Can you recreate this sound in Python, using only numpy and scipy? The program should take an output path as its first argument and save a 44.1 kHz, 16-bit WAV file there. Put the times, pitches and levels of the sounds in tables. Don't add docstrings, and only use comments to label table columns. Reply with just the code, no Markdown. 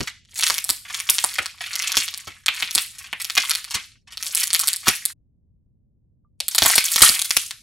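import sys
import numpy as np
from scipy import signal
from scipy.fft import rfft, irfft, next_fast_len
from scipy.io import wavfile
from scipy.ndimage import uniform_filter1d, map_coordinates

SR = 44100
rng = np.random.default_rng(int(sys.argv[2]) if len(sys.argv) > 2 else 0)


def to_wav(s):
    ch = np.atleast_2d(s).T
    pcm = np.round(np.clip(ch, -1, 1) * 32767)
    wavfile.write(sys.argv[1], SR, pcm.astype(np.int16))


N = 336042

# start_s, level_db, pitch_hz, body_db (relative to level_db)
SHELL_CRACKS = [(.0068,-11,4180,7.5),(0.2507,-40,3350,-15.5),(.288,-39.5,3360,-4.5),(0.391,-7.5,7780,1.5),(0.4096,-6.5,6250,-40),(0.4258,-4.5,3000,-31),(.4346,2,5350,-41),(0.467,-3.5,3700,-41),(0.4798,-6,5530,-45),(0.4897,-7.5,6070,-29),(0.4999,-0.5,4500,5),(.5423,-9.5,5434,-39),(0.5821,-5,5690,-39),(0.6423,-9,8800,-39),(.6919,-4.5,7660,4),(0.7014,1,8250,-31),
                (0.9453,-9.5,3624,-34),(1.0015,-8.5,5960,-14.5),(1.0907,-1.5,3100,-21),(1.097,-11,9770,2.5),(1.0992,7.5,11800,-32.5),(1.1484,-14.5,9340,-13),(1.1836,-3.5,3600,-41),(1.241,-1.5,8760,9),(1.34,-16.5,6760,-40),(1.3845,-8,3600,12.5),(1.388,1,1370,2),(1.4589,-7.5,4560,-3.5),
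                (1.7555,-8,5080,-17),(1.823,-7.5,5173,-27),(1.894,-17,3210,5.5),(1.9195,-3.5,5830,-12),(1.9546,-8.5,5020,-28),(1.9697,5,5320,-21.5),(1.9837,-16.5,5600,-34),(2.0024,-8,4330,-25.5),(2.0802,-8.5,3580,-40),(2.14,-13,4120,-40),(2.176,-18.5,9560,-9),(2.2733,-25,2200,18.5),
                (2.4614,-6,3944,-41.5),(2.483,6,2485,-44),(2.6012,-10.5,4060,-30),(2.6244,1,2550,-41),(2.71,-9.5,5780,-41),(2.751,4,8400,-12),(2.7793,.5,3230,-41),(2.794,-10.5,4620,-40),
                (3.129,-5,1853,-15),(3.217,-12.5,9290,-41),(3.246,-9,5420,-37.5),(3.2993,-6,3830,-40),(3.353,-7,6370,-41),(3.369,-3,2580,-8.5),(3.3768,4,3110,-24),(3.3791,3,2140,-31.5),(3.4959,-7,8480,-40),(3.5094,-0.5,4600,-15),(3.5513,-4,4200,-42),(3.6437,-16,4390,-38),
                (4.1727,-12,4100,-14),(4.2268,-8.5,5600,-40),(4.2665,-11.5,4850,-40),(4.3497,-1.5,10120,-10.5),(4.3737,-6.5,7800,-40),(4.4102,-10,4820,-37),(4.4324,-5.5,5490,-36),(4.4351,-5,8440,-40),(4.4728,-7,6800,-42),(4.5046,-9.5,4200,-42),(4.5313,0,6200,-40),(4.5424,-1.5,7910,-38),(4.5482,-1,4426,-37),(4.56,-5.5,6770,-25.5),(4.5941,-2.5,9000,-39.5),(4.6123,-6.5,8600,-39),(4.6363,-9.5,5680,-42.5),(4.6736,-3.5,8910,-40),(4.6817,0.5,8960,-36.5),(4.732,-4.5,7915,-40.5),(4.762,-10,8590,-39),(4.8702,-8,2640,17),(4.8827,7.5,5550,-37),(4.8853,-4,8480,-1),(4.8958,-9.5,3610,7.5),(5.0537,-1.5,9200,-40),
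                (6.4031,-6.5,4050,1.5),(6.4827,-4,8940,-40),(6.5487,-2.5,7240,0.5),(6.5577,-6,9900,-27),(6.5818,5,4100,-27),(6.5846,1,6550,-5),(6.6212,5.5,3530,4.5),(6.6508,-7,4360,14),(6.66,7.5,7600,5),(6.664,-7.5,7920,-31),(6.6997,-2,5040,8),(6.7252,-17,6890,-18),(6.7563,3.5,9270,1),(6.7801,8.5,4820,-36),(6.8417,-6.5,9100,-38),(6.9188,-5.5,9200,-20),(6.9373,-8.5,7900,-38),(6.9602,3.5,5900,-11),(6.98,-5.5,4400,3.5),(6.996,-9,5860,-10),(7.0074,-3.5,6500,5),(7.0198,20,8880,-7.5),(7.0912,0,6340,-8),(7.1494,-6.5,8200,-12),(7.1932,-5,6400,-40),(7.2176,-1,6760,-17),(7.3073,1.5,5080,-40),(7.3673,7,5660,-22),(7.5089,-11.5,3940,-25)]
# start_s, level_db, pitch_hz
CRUMBLING_PATCHES = [(0.0725,-10,2470),(.3581,-15.5,5100),(0.85,-21.5,2250),(0.8827,-22.5,3120),(0.8992,-14,2030),(1.6069,-9.5,2170),(1.735,-15,2310),(2.2742,-16.5,2000),(2.9492,-27.5,3130),(2.9839,-18.5,5700),(3.0397,-22.5,2320),(3.067,-30,2280),(3.2,-12,2970),(3.708,-11.5,3180),(3.742,-1.5,2750),(4.0726,-27.5,1780),(4.105,-29.5,2700),(4.1225,-22,2760),(4.83,-25,1650),(4.8582,-12,3220),(4.8713,-4.5,5830),(6.5119,-14.5,5320),(7.0184,7,5240),(7.2447,-8,6700)]
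# full_at_s, held_s, crunch_db, fizz_db (relative to crunch_db)
HAND_SQUEEZES = [(0,0.0056,-27,-14.5),(0.391,0.14,-25.5,-4),(0.699,0.0092,-30,-2.5),(0.941,0.043,-25.5,-11),(1.11,0.15,-31,0),(1.3,0.15,-31.5,-11),(1.64,0.096,-27.5,-15.5),(1.8,0.097,-22,-18.5),(1.97,.03,-19,-8.5),(2.15,0.21,-39.5,-13.5),(2.551,0.096,-26.5,-12.5),(2.77,.03,-26.5,-3),(3.03,0.017,-33.5,-17.5),(3.23,0.12,-36.5,-6),(3.39,0.18,-25.5,-13),(3.748,0.0081,-23.5,-18.5),(4.22,0.05,-33,-3.5),(4.368,0.03,-22,-5),(4.6,0.09,-24,-7.5),(4.889,0.012,-24,-2),(5.07,0.016,-35.5,-11.5),(6.43,0.1,-55,2.5),(6.64,0.13,-16.5,-4.5),(6.85,0.17,-25,-2),(7.04,.03,-7,-11),(7.299,0.14,-42,7.5)]
# corner_hz, width_hz
FIGURE_HIGH_PASS = [(300, 1510), (800, 2720)]
# start_s, end_s, wall_delay_s
SHOTS = [(0, 5.135, .00532), (6.38, 7.7, .00439)]
# start_s, level_db
HAND_PUSHES = [(.003,-19),(.697,-33),(1.094,-40),(1.24,-40.5),(1.391,-31),(1.966,-30),(2.273,-35),(2.483,-39.5),(2.622,-36),(2.758,-30.5),(3.125,-40),(3.376,-33),(3.75,-31.5),(4.874,-18.5),(6.618,-22),(6.654,-30),(7.015,-18),(7.09,-28),(7.364,-35)]
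# frequency_hz, relative_db
THUD_SPECTRUM = [(15, -25.5), (40, -5.5), (90, -5.5), (200, -8.5), (350, -9), (700, -24.5), (1500, -88.5)]
# delay_s, gain_db
TABLE_REFLECTIONS = [(.0009, -11), (.0016, -18), (.0027, -20)]
# frequency_hz, t60_s
ROOM_DECAY = [(300, .22), (1000, 0.2), (2500, 0.31), (6000, 0.46), (12000, 0.44)]
# frequency_hz, relative_db
ROOM_SPECTRUM = [(300, 7.5), (1000, 9.5), (2500, 11), (6000, -0.1), (12000, 1), (16000, -11)]
# frequency_hz, correlation
ROOM_LIKENESS = [(300, .5), (1000, .7), (2500, .9), (6000, .5), (12000, .25)]
# frequency_hz, relative_db
RUMBLE_SPECTRUM = [(8.8, -47), (15, -15.5), (86, -2.5), (106, -5.5), (155, -11.5), (200, -15), (239, -16.5),
                   (388, -32), (1100, -45), (1430, -100), (2420, -120)]
# frequency_hz, gain_db
MIC_COLOUR = [(3000, 0.21), (6000, 5.5), (10000, 8), (13000, 6.5), (16000, 1)]


def cracks():
    start_s, db, hz, body_db = np.transpose(SHELL_CRACKS)
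    scatter = rng.standard_normal((len(start_s), 6)).T
    high_hz, low_hz = 1.6 * hz * np.exp(.15 * scatter[0]), .45 * hz * np.exp(.15 * scatter[1])
    body_hz, edge_hz = 800 * np.exp(.2 * scatter[2]), 12000 * np.exp(.12 * scatter[3])
    edge_db = -8 + 3.07 * np.log2(hz / 5000)
    flake = rings(start_s, db + .5, hz, cycles=2.4, samples=512)
    overtone = rings(start_s + .0001, db - 2 + 2 * scatter[4], high_hz, cycles=2, samples=256)
    undertone = rings(start_s + .00018, db - .5 + 2 * scatter[5], low_hz, cycles=1.7, samples=512)
    body = rings(start_s, db + body_db - .5, body_hz, cycles=1.2, samples=1024)
    edge = rings(start_s, db + edge_db, edge_hz, cycles=1.6, samples=64)
    return flake + overtone + undertone + body + edge


def crumbles(count=48, mean_delay_s=.007):
    start_s, db, hz = np.transpose(CRUMBLING_PATCHES)[:, :, None]
    shape = (len(start_s), count)
    pitch_hz = hz * np.exp(.6 * rng.standard_normal(shape))
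    break_s = start_s + mean_delay_s * rng.exponential(1, shape)
    level_db = db - 11.5 + 2 * rng.standard_normal(shape)
    return rings(break_s.ravel(), level_db.ravel(), pitch_hz.ravel(), cycles=2.1, samples=384)


def crackle():
    crunch_gain, fizz_gain = squeezes()
    crunch = grit(centre_hz=2750, spread=.45, spiky_db=6, count=3500)
    fizz = grit(centre_hz=8400, spread=.3, spiky_db=5.5, count=5000)
    return amp(-8) * (crunch_gain * crunch + fizz_gain * fizz)


def squeezes(build_db_per_s=349.5, ease_db_per_s=179):
    full_s, held_s, db, fizz_db = np.transpose(HAND_SQUEEZES)[:, :, None]
    t = np.arange(0, N, 32) / SR
    before_s, after_s = (full_s - t).clip(0), (t - full_s - held_s).clip(0)
    crunch_db = db - build_db_per_s * before_s - ease_db_per_s * after_s
    return [np.interp(np.arange(N) / SR, t, amp(level_db).sum(0))
            for level_db in (crunch_db, crunch_db + fizz_db)]


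def grit(centre_hz, spread, spiky_db, count):
    start_s = rng.uniform(0, N / SR, count)
    level_db = spiky_db * np.minimum(rng.exponential(1, count), 3.5)
    pitch_hz = centre_hz * np.exp(spread * rng.standard_normal(count))
    return unit_rms(rings(start_s, level_db, pitch_hz, cycles=2.2, samples=192))


def rings(start_s, db, hz, cycles, samples):
    k = np.arange(samples)
    turns = np.clip(hz, 20, .36 * SR)[:, None] * k / SR
    envelope = amp(-20 * turns / cycles) * (1 - np.exp(-turns / .15))
    waves = amp(db)[:, None] * np.sin(2 * np.pi * turns) * envelope
    where = np.round(start_s * SR).astype(int)[:, None] + k
    return np.bincount(where.ravel(), waves.ravel(), N + SR)[:N]


def bass_thinned(x):
    def response(f):
        stages = [-f * f / (hz * hz - f * f + 1j * f * width) for hz, width in FIGURE_HIGH_PASS]
        return np.prod(stages, axis=0)
    return filtered(x, response)


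def thuds(rise_s=.0033, t60_s=.094):
    t, swell = np.arange(SR // 2) / SR, np.zeros(N + SR)
    for start_s, db in HAND_PUSHES:
        swell[round(start_s * SR):][:len(t)] += amp(db - 60 * t / t60_s) * (1 - np.exp(-t / rise_s))
    return swell[:N] * stereo_noise(THUD_SPECTRUM, likeness=.26)


def fingertip():
    return rings(start_s=np.array([6.248]), db=[-62], hz=[1190], cycles=45, samples=4096)


def echoes(x, wall_delay_s, wall_db=-1.5):
    def response(f):
        table = sum(amp(db) * np.exp(-2j * np.pi * f * delay_s) for delay_s, db in TABLE_REFLECTIONS)
        wall = amp(wall_db) * np.exp(-2j * np.pi * f * wall_delay_s)
        return (1 + table) * (1 + wall)
    return filtered(x, response)


def room(x, level_db=-4, clutter_db=7, clutter_t60_s=.045):
    out, step = np.zeros((2, N + SR)), SR // 12
    for start in range(0, N, step):
        hz, t, noise = signal.stft(rng.standard_normal((2, SR // 3)), SR, nperseg=128)
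        hz = hz[:, None]
        clutter = amp(clutter_db - 60 * t / clutter_t60_s)
        decay = amp(-60 * t / curve(ROOM_DECAY, hz)) + clutter
        bands = stereo_pair(noise, curve(ROOM_LIKENESS, hz)) * amp(curve(ROOM_SPECTRUM, hz))
        tail = signal.istft(bands * decay, SR, nperseg=128)[1]
        wet = signal.fftconvolve(x[None, start:start + step], tail / np.linalg.norm(tail[0]), axes=1)
        out[:, start:start + wet.shape[1]] += wet
    return amp(level_db) * out[:, :N]


def building_rumble():
    return amp(-60.5) * stereo_noise(RUMBLE_SPECTRUM, likeness=.54)


def amplifier_hiss():
    return amp(-62) * filtered(rng.standard_normal((2, N)), lambda f: amp(-8 * np.log2(1 + f / 300)))


def mic_ports(x, lag_s=5e-6, wander_hz=90):
    positions = rng.standard_normal(int(N * wander_hz / SR) + 4)
    position = map_coordinates(positions, [np.arange(N) * wander_hz / SR])
    slope = filtered(x, lambda f: 2j * np.pi * f)
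    side = lag_s * position * slope
    return np.array([x + side, x - side])


def noise_gate(x, threshold_db=-83, cut_db_per_db=1.3, max_cut_db=16, corner_hz=700):
    hz, _, bands = signal.stft(x, SR, nperseg=512)
    power = np.mean(abs(bands) ** 2, axis=0)
    power = uniform_filter1d(uniform_filter1d(power, size=7, axis=0), size=3, axis=1)
    band_db = 10 * np.log10(abs(power) + 1e-20)
    cut_db = np.clip(cut_db_per_db * (band_db - threshold_db), -max_cut_db, 0)
    treble_share = hz ** 2 / (hz ** 2 + corner_hz ** 2)
    return signal.istft(bands * amp(cut_db * treble_share[:, None]), SR, nperseg=512)[1][:, :N]


def stereo_noise(spectrum, likeness):
    white = stereo_pair(rng.standard_normal((2, N)), likeness)
    return unit_rms(filtered(white, lambda f: amp(curve(spectrum, f))))


def stereo_pair(noises, likeness):
    turn = np.arccos(np.clip(likeness, -1, 1)) / 2
    mid, side = noises[0] * np.cos(turn), noises[1] * np.sin(turn)
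    return np.array([mid + side, mid - side])


def filtered(x, response):
    size = next_fast_len(N + 8192)
    return irfft(rfft(x, size) * response(np.fft.rfftfreq(size, 1 / SR)), size)[..., :N]


def curve(points, hz):
    point_hz, values = np.transpose(points)
    return np.interp(np.log(hz + 1), np.log(point_hz + 1), values)


def amp(db):
    return 10 ** (np.asarray(db) / 20)


def unit_rms(x):
    return x / np.sqrt(np.mean(x ** 2) + 1e-20)


def scene():
    clay = bass_thinned(cracks() + crumbles() + crackle())
    out = building_rumble() + amplifier_hiss() + thuds() + fingertip()
    t = np.arange(N) / SR
    for start_s, end_s, wall_delay_s in SHOTS:
        shot = clay * ((t >= start_s) & (t < end_s))
        cut = np.clip((end_s - t) / .01, 0, 1)
        out += cut * (mic_ports(echoes(shot, wall_delay_s)) + room(shot))
    return out


def record(dry):
    coloured = filtered(dry, lambda f: amp(curve(MIC_COLOUR, f)))
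    overloaded = np.clip(noise_gate(coloured), -1, 1)
    return filtered(overloaded, lambda f: np.sin(np.pi / 2 * np.clip((16500 - f) / 500, 0, 1)) ** 2)


dry = scene()
out = record(dry)
to_wav(out)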